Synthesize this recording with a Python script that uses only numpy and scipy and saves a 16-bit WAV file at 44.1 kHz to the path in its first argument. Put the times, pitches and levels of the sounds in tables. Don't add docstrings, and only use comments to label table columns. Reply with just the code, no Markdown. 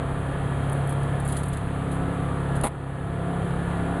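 import sys
import numpy as np
from scipy import signal
from scipy.fft import rfft, irfft
from scipy.io import wavfile
from scipy.ndimage import uniform_filter1d, map_coordinates

SR = 44100
rng = np.random.default_rng(int(sys.argv[2]) if len(sys.argv) > 2 else 0)


def store_pcm(level_fs):
    pcm = np.round(np.clip(level_fs, -1, 1) * 32767).astype(np.int16)
    wavfile.write(sys.argv[1], SR, np.atleast_2d(pcm).T)


N = 176400

# time_s, rate_hz
FIRING_RATE = [(0, 34.46), (0.35, 34.6), (0.7, 34.79), (1.15, 34.84), (1.6, 34.29), (2.0, 34.38),
               (2.4, 34.47), (2.7, 34.39), (2.9, 34.18), (3.2, 34.45), (3.6, 34.5), (4.0, 34.65)]
FADES_PER_S = 3.943


def undb(db):
    return 10 ** (np.asarray(db) / 20)


def curve(rows, column=1):
    rows = np.array(rows, float)
    return np.interp(np.arange(N) / SR, rows[:, 0], rows[:, column])


def wander(per_s):
    knots = rng.standard_normal(400)
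    coarse = map_coordinates(knots, [np.linspace(0, per_s * N / SR, 2000)], order=3, mode="mirror")
    return np.interp(np.linspace(0, 1, N), np.linspace(0, 1, len(coarse)), coarse)


def colour(x, points, keep_power=False):
    hz, db = np.array(points, float).T
    size = 2 * N
    gain = undb(np.interp(np.log(np.arange(N + 1) * SR / size + 1), np.log(hz), db))
    if keep_power:
        gain = gain / np.sqrt(np.mean(gain ** 2))
    cepstrum = irfft(np.log(gain))
    cepstrum[1:N] *= 2
    cepstrum[N + 1:] = 0
    return irfft(rfft(x, size) * np.exp(rfft(cepstrum)))[:N]


def hiss():
    return rng.standard_normal(N) * np.sqrt(SR / 2)


def slip(start_s, length_s, rise_s=0.002):
    age = np.maximum(np.arange(N) / SR - start_s, 0)
    return np.minimum(age / rise_s, 1) / (1 + (age / length_s) ** 4)


def crackle(spread_db=1.5):
    noise = rng.standard_normal(N)
    click_db = spread_db * np.repeat(rng.standard_normal(N // 30 + 1), 30)[:N]
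    clicks = noise * undb(click_db)
    return clicks / clicks.std()


def engine_cycles(wobbles_per_s, wobble_share=0.001525):
    return np.cumsum(curve(FIRING_RATE) * (1 + wobble_share * wander(wobbles_per_s))) / SR


def traffic():
    # pitch_hz, level_db_per_hz
    wash = [(22, -81.5), (33, -54.5), (55, -61), (90, -54.5), (125, -54.5), (170, -60.5), (215, -64),
            (290, -63.5), (450, -66.5), (750, -68.5), (1200, -69.5), (1550, -74), (1780, -74), (2050, -79),
            (2700, -83.5), (3400, -85), (4200, -92), (4800, -99.5), (6500, -100.5), (8300, -93.5),
            (10300, -86.5), (11400, -98.5), (12000, -104)]
    # time_s, gain_db
    swell = [(0, -1), (.7, 1), (1.2, .5), (1.6, -0.5), (2.1, 0), (2.55, -0.5), (3.2, -.5), (3.7, 0),
             (4, 0.5)]
    return colour(hiss(), wash) * undb(curve(swell) + 0.2 * wander(9.43))


def finger_rustle():
    # start_s, length_s, level_db, rasp_db (added to level_db and rasp_trim_db)
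    rustles = [(0.695, .006, -39.5, -3), (0.721, .005, -39, -14), (0.729, 0.0039, -32, -12),
               (0.872, .008, -41.5, -12), (0.891, 0.019, -40, -10), (0.923, 0.0093, -42, -9),
               (1.03, 0.0071, -43, -4), (1.197, 0.0094, -42, -4), (1.248, 0.021, -43.5, -3),
               (1.277, 0.0015, -21.5, -11), (1.284, .008, -35.5, -3), (1.294, 0.014, -46, 7),
               (1.321, .010, -32, -2), (1.34, .03, -48, 2.5), (1.365, 0.011, -34.5, 2),
               (1.376, 0.029, -42, -2), (1.432, 0.0091, -39.5, 2), (1.45, 0.02, -45.5, -10),
               (1.482, .012, -39, -18), (1.529, 0.017, -43.5, 4), (1.569, 0.0093, -42.5, -0.5),
               (1.913, .02, -44, -0.5), (1.94, .02, -50, -4), (2.552, 0.024, -45, 3),
               (2.611, 0.0035, -33, 0)]
    # pitch_hz, gain_db
    skin_tone = [(3000, -34), (6000, -22), (8000, -9.5), (9400, 2), (10300, 5.5), (11300, -6.5),
                 (12200, -9)]
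    # pitch_hz, gain_db
    rasp_tone = [(1000, 3), (2600, -3), (3300, 4.5), (4500, -1.5), (6500, -3), (7700, 3), (9500, -10),
                 (12000, -11)]
    rasp_trim_db = -6
    tail_db, tail_s = -23.5, 0.066
    fine_power, rasp_power = np.zeros(N), np.zeros(N)
    for start_s, length_s, level_db, rasp_db in rustles:
        rub = undb(level_db) * (slip(start_s, length_s) + undb(tail_db) * slip(start_s, tail_s))
        fine_power += rub ** 2
        rasp_power += (rub * undb(rasp_db + rasp_trim_db)) ** 2
    fine = colour(np.sqrt(fine_power) * crackle(), skin_tone, keep_power=True)
    rasp = colour(np.sqrt(rasp_power) * crackle(), rasp_tone, keep_power=True)
    return fine + rasp


def grip_bump():
    # start_s, length_s, level_db
    scrapes = [(2.635, 0.0047, -18), (2.6391, 0.012, -16), (2.650, 0.0055, -24), (2.653, 0.0046, -22.5),
               (2.66, 0.0036, -16), (2.666, 0.0098, -17), (2.679, 0.0066, -27)]
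    # pitch_hz, gain_db
    case_tone = [(100, 0), (250, 3.5), (500, 1), (900, 4.5), (1250, -2), (1600, -10.5), (2150, -9.5),
                 (3000, -17), (3700, -16), (4500, -24), (6500, -27), (8500, -14.5), (10300, -3.5),
                 (11500, -17), (12200, -21)]
    force = sum(undb(level_db) * slip(start_s, length_s) for start_s, length_s, level_db in scrapes)
    return colour(force * crackle(), case_tone, keep_power=True)


def engine_whine():
    # multiple (of the firing rate), level_db (before the swell)
    tones = [(49, -55.5), (55, -63), (92, -64.5), (94, -69.5)]
    # time_s, gain_db
    swell = [(0, 0), (.6, 5.5), (1.25, 0), (1.7, -8), (3, -1), (4, -2)]
    cycles = engine_cycles(wobbles_per_s=13)
    whine = np.zeros(N)
    for multiple, level_db in tones:
        gain = undb(level_db + 2 * wander(FADES_PER_S))
        whine += gain * np.cos(2 * np.pi * (multiple * cycles + rng.random()))
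    return np.sqrt(2) * whine * undb(curve(swell))


def engine_drone():
    # multiple (of the firing rate), level_db (before swells and fading)
    tones = [(1, -56), (2, -36), (3, -37), (4, -29.5), (5, -33.5), (6, -52), (7, -45), (8, -41), (9, -59.5),
             (10, -50.5), (11, -48), (12, -50.5), (13, -47.5), (14, -48.5), (15, -48.5), (16, -51),
             (17, -64), (18, -60), (19, -48.5), (20, -44), (21, -50), (22, -55), (23, -53.5), (26, -67.5),
             (30, -66.5), (34, -49), (36, -55.5), (38, -53.5), (40, -52), (42, -57), (43, -57.5),
             (47, -57.5), (49, -57), (50, -57), (51, -57.5), (54, -65)]
    # time_s, tone_4_db, tone_5_db, tone_8_db, upper_db (all higher tones and the clatter)
    swells = [(0, -1.5, -6, 1, 1.5), (.45, 0.5, -4.5, 0.5, -1.5), (.75, 3, -6.5, -10, 0.5),
              (1.2, 2, -2.5, -2.5, 0), (1.5, -3.5, -6, -4, -6.5), (2.0, -3, 1, 6, -0.5),
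              (2.3, -0.5, -1, -0.5, 0.5), (2.55, 3, 0.5, -1, 3), (2.9, 0, -4, 0, 0.5),
              (3.25, -4, 3.5, -3.5, 3.5), (3.55, -1.5, 2.5, -15, 1.5), (3.8, -9, 3.5, 1.5, 3),
              (4, -11, 1.5, 7.5, 2.5)]
    # pitch_hz, level_db_per_hz
    clatter_tone = [(150, -78.5), (280, -66.5), (500, -72), (900, -72), (1750, -85.5), (2200, -93.5),
                    (4000, -100)]
    smear_hz = 141.5
    swell_column = {4: 1, 5: 2, 8: 3}
    cycles = engine_cycles(wobbles_per_s=14)
    upper_swell = undb(curve(swells, column=4))
    hum = np.zeros(N)
    for multiple, level_db in tones:
        pitch_hz = multiple * FIRING_RATE[0][1]
        gain = undb(level_db)
        if multiple in swell_column:
            gain = gain * undb(curve(swells, swell_column[multiple]))
        elif multiple > 8:
            gain = gain * upper_swell
        scramble = min((pitch_hz / smear_hz) ** 2, np.pi) * rng.uniform(-0.91, 1)
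        angle = 2 * np.pi * multiple * cycles + scramble
        fade = np.clip(0.045 + 0.76 * pitch_hz / 1000, 0, 0.75)
        steady = np.sqrt(2 * (1 - fade ** 2)) * np.cos(angle)
        scattered = wander(FADES_PER_S) * np.cos(angle) + wander(FADES_PER_S) * np.sin(angle)
        hum += gain * (steady + fade * scattered)
    puff = np.exp(-(cycles % 1) / 0.41)
    puff /= np.sqrt(np.mean(puff ** 2))
    clatter = colour(hiss() * puff, clatter_tone + [(8000, -120)])
    return hum + upper_swell * clatter


def scene():
    return (engine_drone() + engine_whine() + traffic() + finger_rustle() + grip_bump())[None]


def record(dry):
    limit_db, recovery_db_per_s, window_s, sense_above_hz = -25, 9.5, 0.01, 505
    lag_s, lag_share = 0.037, 0.31
    notch_hz, top_hz = 5512, 11650
    sensed = signal.sosfilt(signal.butter(2, sense_above_hz, "high", fs=SR, output="sos"), dry[0])
    power = np.maximum(uniform_filter1d(sensed ** 2, int(window_s * SR)), 1e-12)
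    over_db = np.maximum(10 * np.log10(power) - limit_db, 0)
    recovery_db = recovery_db_per_s * np.arange(N) / SR
    cut_db = np.maximum.accumulate(over_db + recovery_db) - recovery_db
    smoothing = np.exp(-1 / (lag_s * SR))
    late_db = signal.lfilter([1 - smoothing], [1, -smoothing], cut_db)
    out = dry * undb(-cut_db - lag_share * (late_db - cut_db))
    for pitch_hz, width_hz in ((notch_hz, 1700), (2 * notch_hz, 700)):
        out = signal.lfilter(*signal.iirnotch(pitch_hz, pitch_hz / width_hz, fs=SR), out)
    return signal.sosfilt(signal.ellip(8, 0.2, 80, top_hz, fs=SR, output="sos"), out)


dry = scene()
out = record(dry)
store_pcm(out)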